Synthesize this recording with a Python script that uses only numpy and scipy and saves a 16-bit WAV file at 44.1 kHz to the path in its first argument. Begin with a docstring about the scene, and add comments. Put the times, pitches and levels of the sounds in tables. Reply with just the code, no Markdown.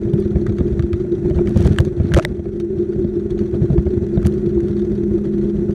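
"""A powered wheelchair driving fast along a road in the open air, the microphone riding on its frame.
From the start the drive whines on two gear orders while rough asphalt rumbles and keeps the frame
ringing. A joint squeaks twice; bumps thud and loose fittings tick all along the way. About 1.5 s in,
over a crosswalk, the tyres crunch on grit and hard parts knock. After the knocks the rolling noise
drops, then swells back over about a second. A few more stones snap just after 4 s."""
import sys
import numpy as np
from scipy import signal
from scipy.fft import rfft, irfft
from scipy.io import wavfile

SR = 44100
rng = np.random.default_rng(int(sys.argv[2]) if len(sys.argv) > 2 else 0)


def digitize_waveform(pressure):
    """Quantize a signal to 16-bit integers and store it at the path in sys.argv[1].

    Rows of a 2-D input are taken as channels; values are limited to [-1, 1].
    """
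    field = np.atleast_2d(pressure).T
    bounded = np.clip(field, -1, 1)
    quanta = np.round(bounded * 32767).astype(np.int16)
    wavfile.write(sys.argv[1], SR, quanta)


N = 253134
TIME = np.arange(N) / SR

# Loudness of the rolling noise. Each row: time in seconds, relative level in dB.
ROLLING_LEVEL = [(0, 0.5), (.8, 0.5), (1.15, 0.5), (1.45, 5), (1.66, 7), (1.92, 0), (2.15, 5), (2.32, -5),
                 (2.65, -6), (3.3, -1.5), (3.7, 2.5), (3.98, -.5), (4.33, 5.5), (4.52, -2.5), (4.75, 2.5),
                 (5.05, 0), (5.74, 1.5)]
# The drone of gear tones and ringing frame. Each row: time in seconds, relative level in dB.
DRONE_LEVEL = [(0, 2), (.75, -1), (1.15, -3.5), (1.5, 0), (1.9, -5.5), (2.3, -16), (2.55, -3.5),
               (3.4, -0.5), (3.8, -2), (4.9, 2), (5.74, 2.5)]
# Modes of the loose fittings. Each row: frequency in Hz, level in dB, seconds to fall 60 dB.
FITTING_MODES = [(1275, -1.5, 0.018), (1650, -1.5, 0.011), (2150, -1.5, 0.0077), (3340, -1.5, 0.0057),
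                 (3700, -10.5, 0.01), (4490, -7.5, 0.0088), (5960, -10.5, 0.0064), (7300, -19, 0.0013),
                 (8850, -18, 0.0038), (12100, -31.5, 0.0033)]
# Modes of the chair's hollow body. Each row: frequency in Hz, level in dB, seconds to fall 60 dB.
BODY_MODES = [(316.6, -3, 0.068), (500, -1, 0.043), (624, -5.5, 0.046), (790, -10.5, 0.017)]


def amp(db):
    """Decibels to gain."""
    return 10 ** (np.asarray(db) / 20)


def unit(x):
    """Scales to an rms of 1."""
    return x / np.sqrt(np.mean(x ** 2) + 1e-20)


def curve(table):
    """A table of times and values, sample by sample."""
    return np.interp(TIME, *np.transpose(table))


def add(mix, s, sound):
    """Mixes a sound in at s seconds."""
    part = mix[max(round(s * SR), 0):][:len(sound)]
    part += sound[:len(part)]


def colour(x, spectrum):
    """Filters x by rows of Hz and dB, to an rms of 1."""
    hz, db = np.transpose(spectrum)
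    bins = np.fft.rfftfreq(len(x), 1 / SR)
    gain = amp(np.interp(np.log(bins + 1), np.log(hz), db))
    return unit(irfft(rfft(x) * gain, len(x)))


def wander(rate_hz):
    """Random drift up to about the given rate, rms 1."""
    bins = np.fft.rfftfreq(N, 1 / SR)
    return unit(irfft(rfft(rng.standard_normal(N)) * np.exp(-(bins / rate_hz) ** 2), N))


def clicks(per_s, spread_db):
    """A random train of clicks, mostly small and a few large."""
    size = amp(spread_db * np.minimum(rng.exponential(1, N), 4))
    return unit(size * rng.choice([-1, 1], N) * (rng.random(N) < per_s / SR))


def treble_shelf(hz):
    """Rises from 0 to 1 over the octave above 2600 Hz."""
    return np.clip(np.log2(hz / 2600), 0, 1)


def ring(modes, treble_db=0, scatter=.06, uneven_db=3.5):
    """One blow on a set of modes, peak 1; each blow lands on a slightly different spot."""
    t = np.arange(4096) / SR
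    out = np.zeros(len(t))
    for hz, db, t60 in modes:
        strength_db = db + treble_db * treble_shelf(hz) + uneven_db * rng.standard_normal()
        detune, sign = rng.uniform(-1, 1), rng.choice([-1, 1])
        cycles = hz * (1 + scatter * detune) * t
        envelope = amp(strength_db - 60 * t / t60) * (1 - np.exp(-cycles))
        out += sign * envelope * np.sin(2 * np.pi * cycles)
    return out / abs(out).max()


def chatter(blow, bounce, settle_s):
    """A loose part strikes once, then buzzes briefly against its seat; peak 1."""
    t = np.arange(1200) / SR
    contact = bounce * rng.standard_normal(len(t)) * np.exp(-t / settle_s)
    contact[0] = 1
    tick = signal.fftconvolve(blow, contact)
    return tick / abs(tick).max()


def snap(decay_s, treble_db):
    """A dry broadband crack, peak 1."""
    # The crack's spectrum. Each row: frequency in Hz, relative level in dB.
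    spectrum = [(500, -20), (1000, -6.5), (1500, 4.5), (3400, -10.5), (6000, -7.5), (9500, -20),
                (12500, -23.5), (16000, -35.5)]
    tilted = [(hz, db + treble_db * treble_shelf(hz)) for hz, db in spectrum]
    t = np.arange(4096) / SR
    envelope = np.exp(-t / decay_s) * (1 - np.exp(-t * SR / 10))
    crack = colour(rng.standard_normal(len(t)), tilted) * envelope
    return crack / abs(crack).max()


def motor(low_tone_db=-23.5, high_tone_db=-22.5):
    """The gears whine at the third and fifth shaft orders; road load shakes their strength and timing."""
    # The motor shaft. Each row: time in seconds, speed in turns per second.
    shaft_speed = [(0, 68.2), (1.2, 68.9), (2.25, 68.5), (2.6, 69.0), (4.7, 68.6), (5.2, 68.2),
                   (5.74, 68.3)]
    drone_db = curve(DRONE_LEVEL)
    turns = np.cumsum(curve(shaft_speed)) / SR + .009 * wander(rate_hz=13)
    low, high = np.sin(2 * np.pi * 3 * turns), np.sin(2 * np.pi * 5 * turns)
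    low_db = low_tone_db + drone_db + 2.7 * wander(rate_hz=16)
    high_db = high_tone_db + .6 * drone_db + shudder_db() + 2.6 * wander(rate_hz=16)
    return low * amp(low_db) + high * amp(high_db)


def shudder_db(half_length_s=.025):
    """The frame shudders: brief bell-shaped swells of its ringing and of the upper gear tone."""
    # Each row: middle of a swell in seconds, relative height in dB.
    shudders = [(1.13, 8.5), (1.3, 9.5), (1.68, 8.5), (2.17, 11), (2.808, 10.5), (3.012, 5), (3.159, 7),
                (3.771, 7), (4.349, 5.5), (5.148, 8)]
    return sum(db * np.exp(-((TIME - s) / half_length_s) ** 2) for s, db in shudders)


def rolling(rumble_db=-26, frame_db=-24, tyre_db=-51):
    """Asphalt grain shakes the chassis, rings the frame and hisses under the tread."""
    # Spectra of chassis, frame and tyres. Each row: frequency in Hz, relative level in dB.
    rumble_spectrum = [(12, -39), (24, -22), (35, -6), (55, 5), (80, 1.5), (130, 4), (190, 0), (240, -2.5),
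                       (285, -9), (450, -16), (620, -23), (800, -32.5), (1200, -52), (4000, -91)]
    frame_spectrum = [(200, -49), (290, -20.5), (325, -10.5), (358, 1), (388, -4), (412, -9), (445, -22.5),
                      (520, -35.5), (900, -53), (3000, -100)]
    tyre_spectrum = [(300, -14.5), (600, 11.5), (1000, 0.5), (1300, 2.5), (1650, 2.5), (2300, -7),
                     (2900, -9.5), (3600, -10.5), (4600, -14), (6000, -11.5), (7600, -20), (9600, -19.5),
                     (11500, -30), (16000, -40.5)]
    rolling_db = curve(ROLLING_LEVEL)
    jolt = wander(rate_hz=40)  # rough patches drive all three layers together
    rumble = colour(rng.standard_normal(N), rumble_spectrum) * amp(rumble_db + rolling_db + 3.9 * jolt)
    ringing_db = frame_db + .39 * curve(DRONE_LEVEL) + .75 * shudder_db() + 2.1 * jolt
    frame = colour(rng.standard_normal(N), frame_spectrum) * amp(ringing_db)
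    tread = panels(rng.standard_normal(N) + .44 * clicks(per_s=900, spread_db=9))
    hiss = colour(tread, tyre_spectrum) * amp(tyre_db + .67 * rolling_db + 1.6 * jolt)
    return rumble + frame + hiss


def panels(x, t60_s=.05):
    """The chair's panels and tubes add many close, short-lived resonances."""
    t = np.arange(2048) / SR
    tail = rng.standard_normal(len(t)) * amp(-60 * t / t60_s)
    return x + amp(-8) * signal.oaconvolve(x, tail / np.linalg.norm(tail))[:N]


def rattle(level_db=-46, spread_db=2, count=190):
    """Fittings rattle faintly at random, each with its own colour, swelling with the rolling noise."""
    out = np.zeros(N)
    for when, size in rng.random((count, 2)):
        blow = ring(FITTING_MODES, treble_db=4, scatter=.12, uneven_db=1)
        gain = amp(-spread_db * np.log(size + .024))
        add(out, when * N / SR, gain * chatter(blow, bounce=.28, settle_s=.0072))
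    return out * amp(level_db + .81 * curve(ROLLING_LEVEL))


def squeaks(pitch_hz=4760, length_s=.015, jitter=.27):
    """A joint sticks and slips as the frame flexes: one unsteady high tone and its octave."""
    # Each row: start in seconds, level in dB.
    slips = [(0.13, -52), (0.195, -50)]
    out, t = np.zeros(N), np.arange(0, length_s, 1 / SR)
    for s, db in slips:
        hz = pitch_hz * (1 + jitter * rng.standard_normal(N)[:len(t)])
        phase = 2 * np.pi * np.cumsum(hz) / SR
        add(out, s, amp(db) * np.hanning(len(t)) * (np.sin(phase) + np.sin(2 * phase)))
    return out


def bumps(thud_gain_db=-.5, clonk_gain_db=3, tyre_lag_s=.00778):
    """Each bump or seam in the road clonks on contact; the middle of its thud comes just after."""
    # Each row: contact in seconds, then relative levels in dB of quick swing, slow sway and clonk.
    seams = [(.134, -3.5, -19, -26), (0.356, -7, -7.5, -25), (0.494, -14, -15, -26),
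             (.604, -6.5, -11.5, -23.5), (0.725, -13, -9.5, -43), (0.794, -6.5, -21, -28),
             (0.835, -11.5, -11.5, -37), (0.933, -21, -10, -33.5), (1.308, -10, -14, -25),
             (1.388, -8, -13, -21.5), (1.56, -3, -7, -20.5), (1.599, -8, -8.5, -26.5),
             (1.655, -3, -1.5, -15.5), (1.703, -6.5, -8, -38), (1.8, 0, -5, -17), (1.999, -8, -8.5, -24.5),
             (2.041, -6.5, -13.5, -41), (2.145, -7, -4.5, -33), (2.175, -4, -15, -12),
             (2.392, -20, -19.5, -32), (2.455, -19, -24, -29.5), (3.043, -7.5, -16.5, -27.5),
             (3.54, -12, -31, -25.5), (3.618, -7.5, -9.5, -28.5), (3.702, -6, -17, -29),
             (3.779, -2.5, -7, -20), (3.865, -11, -11, -26.5), (4.173, -4, -11, -20.5),
             (4.254, -3, -5.5, -20.5)]
    out = np.zeros(N)
    for s, swing_db, sway_db, clonk_db in seams + small_bumps():
        jolt = thud(swing_db, sway_db)
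        add(out, s, amp(clonk_db + clonk_gain_db) * clonk())
        add(out, s + tyre_lag_s - len(jolt) / 2 / SR, amp(thud_gain_db) * jolt)
    return out


def small_bumps(swing_db=-16, sway_db=-25, clonk_db=-35, spread_db=4, count=24):
    """Rows for lesser bumps, scattered along the way and stronger where the rolling noise is loud."""
    when, size = rng.random((count, 2)).T
    s = (np.arange(count) + when) / count * N / SR
    db = np.interp(s, TIME, curve(ROLLING_LEVEL)) + spread_db * (size - .5)
    return list(zip(s, swing_db + db, sway_db + db, clonk_db + db))


def clonk(fittings_db=-14):
    """A bump drums the hollow body and the fittings buzz along."""
    body = ring(BODY_MODES, scatter=.072)
    buzz = chatter(ring(FITTING_MODES, treble_db=-10, scatter=.089), bounce=.43, settle_s=.005)
    return body + amp(fittings_db) * buzz[:len(body)]


def thud(swing_db, sway_db, mid_swing_hz=161.4, mid_sway_hz=77.4, sway_s=.0098):
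    """The tyres soften a bump into one or two swings, over a slower sway of the whole chair."""
    t = np.arange(-2000, 2000) / SR
    swing_phase, sway_phase, steepness, load = rng.random(4)
    swing_hz = mid_swing_hz * 2 ** (.86 * (steepness - .5))
    sway_hz = mid_sway_hz * 2 ** (.68 * (load - .5))  # depends on how the weight lands
    swing = np.sin(2 * np.pi * (swing_hz * t + swing_phase)) * np.exp(-(1.21 * t * swing_hz) ** 2)
    sway = np.sin(2 * np.pi * (sway_hz * t + sway_phase)) * np.exp(-.5 * (t / sway_s) ** 2)
    return amp(swing_db) * swing + amp(sway_db) * sway


def ticks(snap_db=4, buzz_db=-2):
    """The louder rattles of the loose fittings: a dry snap, then a short buzz that carries the treble."""
    # Each row: start in seconds, relative level in dB, relative treble in dB.
    strikes = [(0.136, -44, -14), (0.466, -27.5, -24), (0.5845, -31, -16), (.7941, -29.5, -23),
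               (0.8238, -36.5, -18), (0.931, -28.5, -23), (1.2985, -37.5, -14), (1.4727, -30.5, -27),
               (1.762, -34, -12), (1.85, -32, 0), (2.055, -38, -27), (2.1188, -25, -35), (2.6, -34.5, -5),
               (3.3055, -35, -5), (3.391, -36, -6), (4.2282, -35.5, -34), (4.2502, -31, -15),
               (4.339, -38.5, 0), (4.6033, -39.5, -25), (4.6832, -40, -7), (5.2535, -41.5, -16)]
    out = np.zeros(N)
    for s, db, bright_db in strikes:
        add(out, s, amp(db + snap_db) * snap(decay_s=.0018, treble_db=.5 * bright_db + 3))
        blow = ring(FITTING_MODES, treble_db=bright_db + 15, scatter=.042, uneven_db=.5)
        add(out, s, amp(db + buzz_db) * chatter(blow, bounce=.2, settle_s=.0083))
    return out


def pebbles(level_db=-45, spread_db=3, count=22):
    """Stray pebbles click off the tread now and then, following the level of the rolling noise."""
    out = np.zeros(N)
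    for when, size in rng.random((count, 2)):
        gain = amp(-spread_db * np.log(size + .09))
        add(out, when * N / SR, gain * snap(decay_s=.00077, treble_db=4))
    return out * amp(level_db + curve(ROLLING_LEVEL))


def grit():
    """The tyres crush patches of small stones; the larger ones snap singly."""
    # Each row: thickest moment in seconds, relative level in dB, rise and fall in dB per second.
    patches = [(1.655, -31.5, 144, 300), (1.795, -38, 302, 453), (2.18, -21, 543, 1200),
               (2.228, -35, 800, 803), (4.26, -45, 1102, 1098)]
    # Each row: frequency in Hz, relative level in dB.
    crunch_spectrum = [(400, -25), (700, 4), (1100, -6.5), (1650, -1), (2100, -7.5), (4400, -12),
                       (5900, -11.5), (7600, -24), (9500, -18.5), (12000, -36), (16000, -47)]
    # Each row: start in seconds, peak level in dB.
    large_stones = [(1.493, -32), (1.574, -20.5), (1.607, -27), (1.626, -26), (1.668, -21), (2.599, -44),
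                    (4.229, -36), (4.263, -23.5), (4.269, -19.5), (4.605, -38)]
    thickness = sum(amp(db - np.maximum(rise * (s - TIME), fall * (TIME - s)))
                    for s, db, rise, fall in patches)
    grains = rng.standard_normal(N) + .86 * clicks(per_s=270, spread_db=2.5)
    clumps = amp(3.5 * wander(rate_hz=65))
    out = colour(grains, crunch_spectrum) * thickness * clumps * amp(-4.5)
    for s, db in large_stones:
        add(out, s, amp(db) * snap(decay_s=.0009, treble_db=11))
    return out


def knocks():
    """Hard parts collide: a short crack, the struck part's own ring and the hollow body under it."""
    # Each row: start in seconds, level in dB, main ring in Hz, relative treble and body in dB.
    hits = [(1.786, -5, 1630, -4.5, -20), (1.804, -19.5, 1850, 6, -10), (2.1385, -8.5, 1580, -2, -29),
            (2.1451, -11, 1830, 1, -5), (2.165, -12, 1280, -14, 7), (2.1754, -14, 1210, 9, 3),
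            (2.187, -11.5, 1280, -2, 2), (2.196, -11, 1400, -4, -5), (2.2499, -6, 2030, -4, -13)]
    # Each row: multiple of the main ring, level in dB, seconds to fall 60 dB.
    part_modes = [(.8, -8, .008), (1, 0, .009), (1.8, -3, .006), (2.6, -12, .004), (4, -12, .0035),
                  (4.95, -12, .003), (5.75, -14, .003)]
    out = np.zeros(N)
    for s, db, hz, treble_db, body_db in hits:
        modes = [(hz * ratio, mode_db, t60) for ratio, mode_db, t60 in part_modes]
        blow = ring(modes, treble_db, scatter=.03, uneven_db=1)
        crack = .36 * snap(decay_s=.0007, treble_db=treble_db + 6)
        body = ring(BODY_MODES, scatter=.11, uneven_db=7.5)
        add(out, s, amp(db) * (blow + crack + amp(body_db) * body))
    return out


def scene():
    """Open air, close up: everything reaches the one microphone on the frame directly."""
    mix = motor() + rolling() + grit() + bumps() + ticks() + rattle() + pebbles() + knocks() + squeaks()
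    return mix[None]


def record(dry, notch_hz=5080, notch_width_hz=600, notch_depth=.68, ceiling=.76, edge_hz=16000):
    """The microphone port hollows out a narrow band; peaks are rounded off and the top treble is cut."""
    port_band = signal.lfilter(*signal.iirpeak(notch_hz, notch_hz / notch_width_hz, SR), dry)
    heard = dry - notch_depth * port_band
    rounded = heard / (1 + (heard / ceiling) ** 4) ** (1 / 4)
    faded = rounded * signal.windows.tukey(N, .001)
    lowpass = signal.firwin(255, edge_hz, window=("kaiser", 9), fs=SR)
    return signal.oaconvolve(faded, lowpass[None], "same")


dry = scene()
out = record(dry)
digitize_waveform(out)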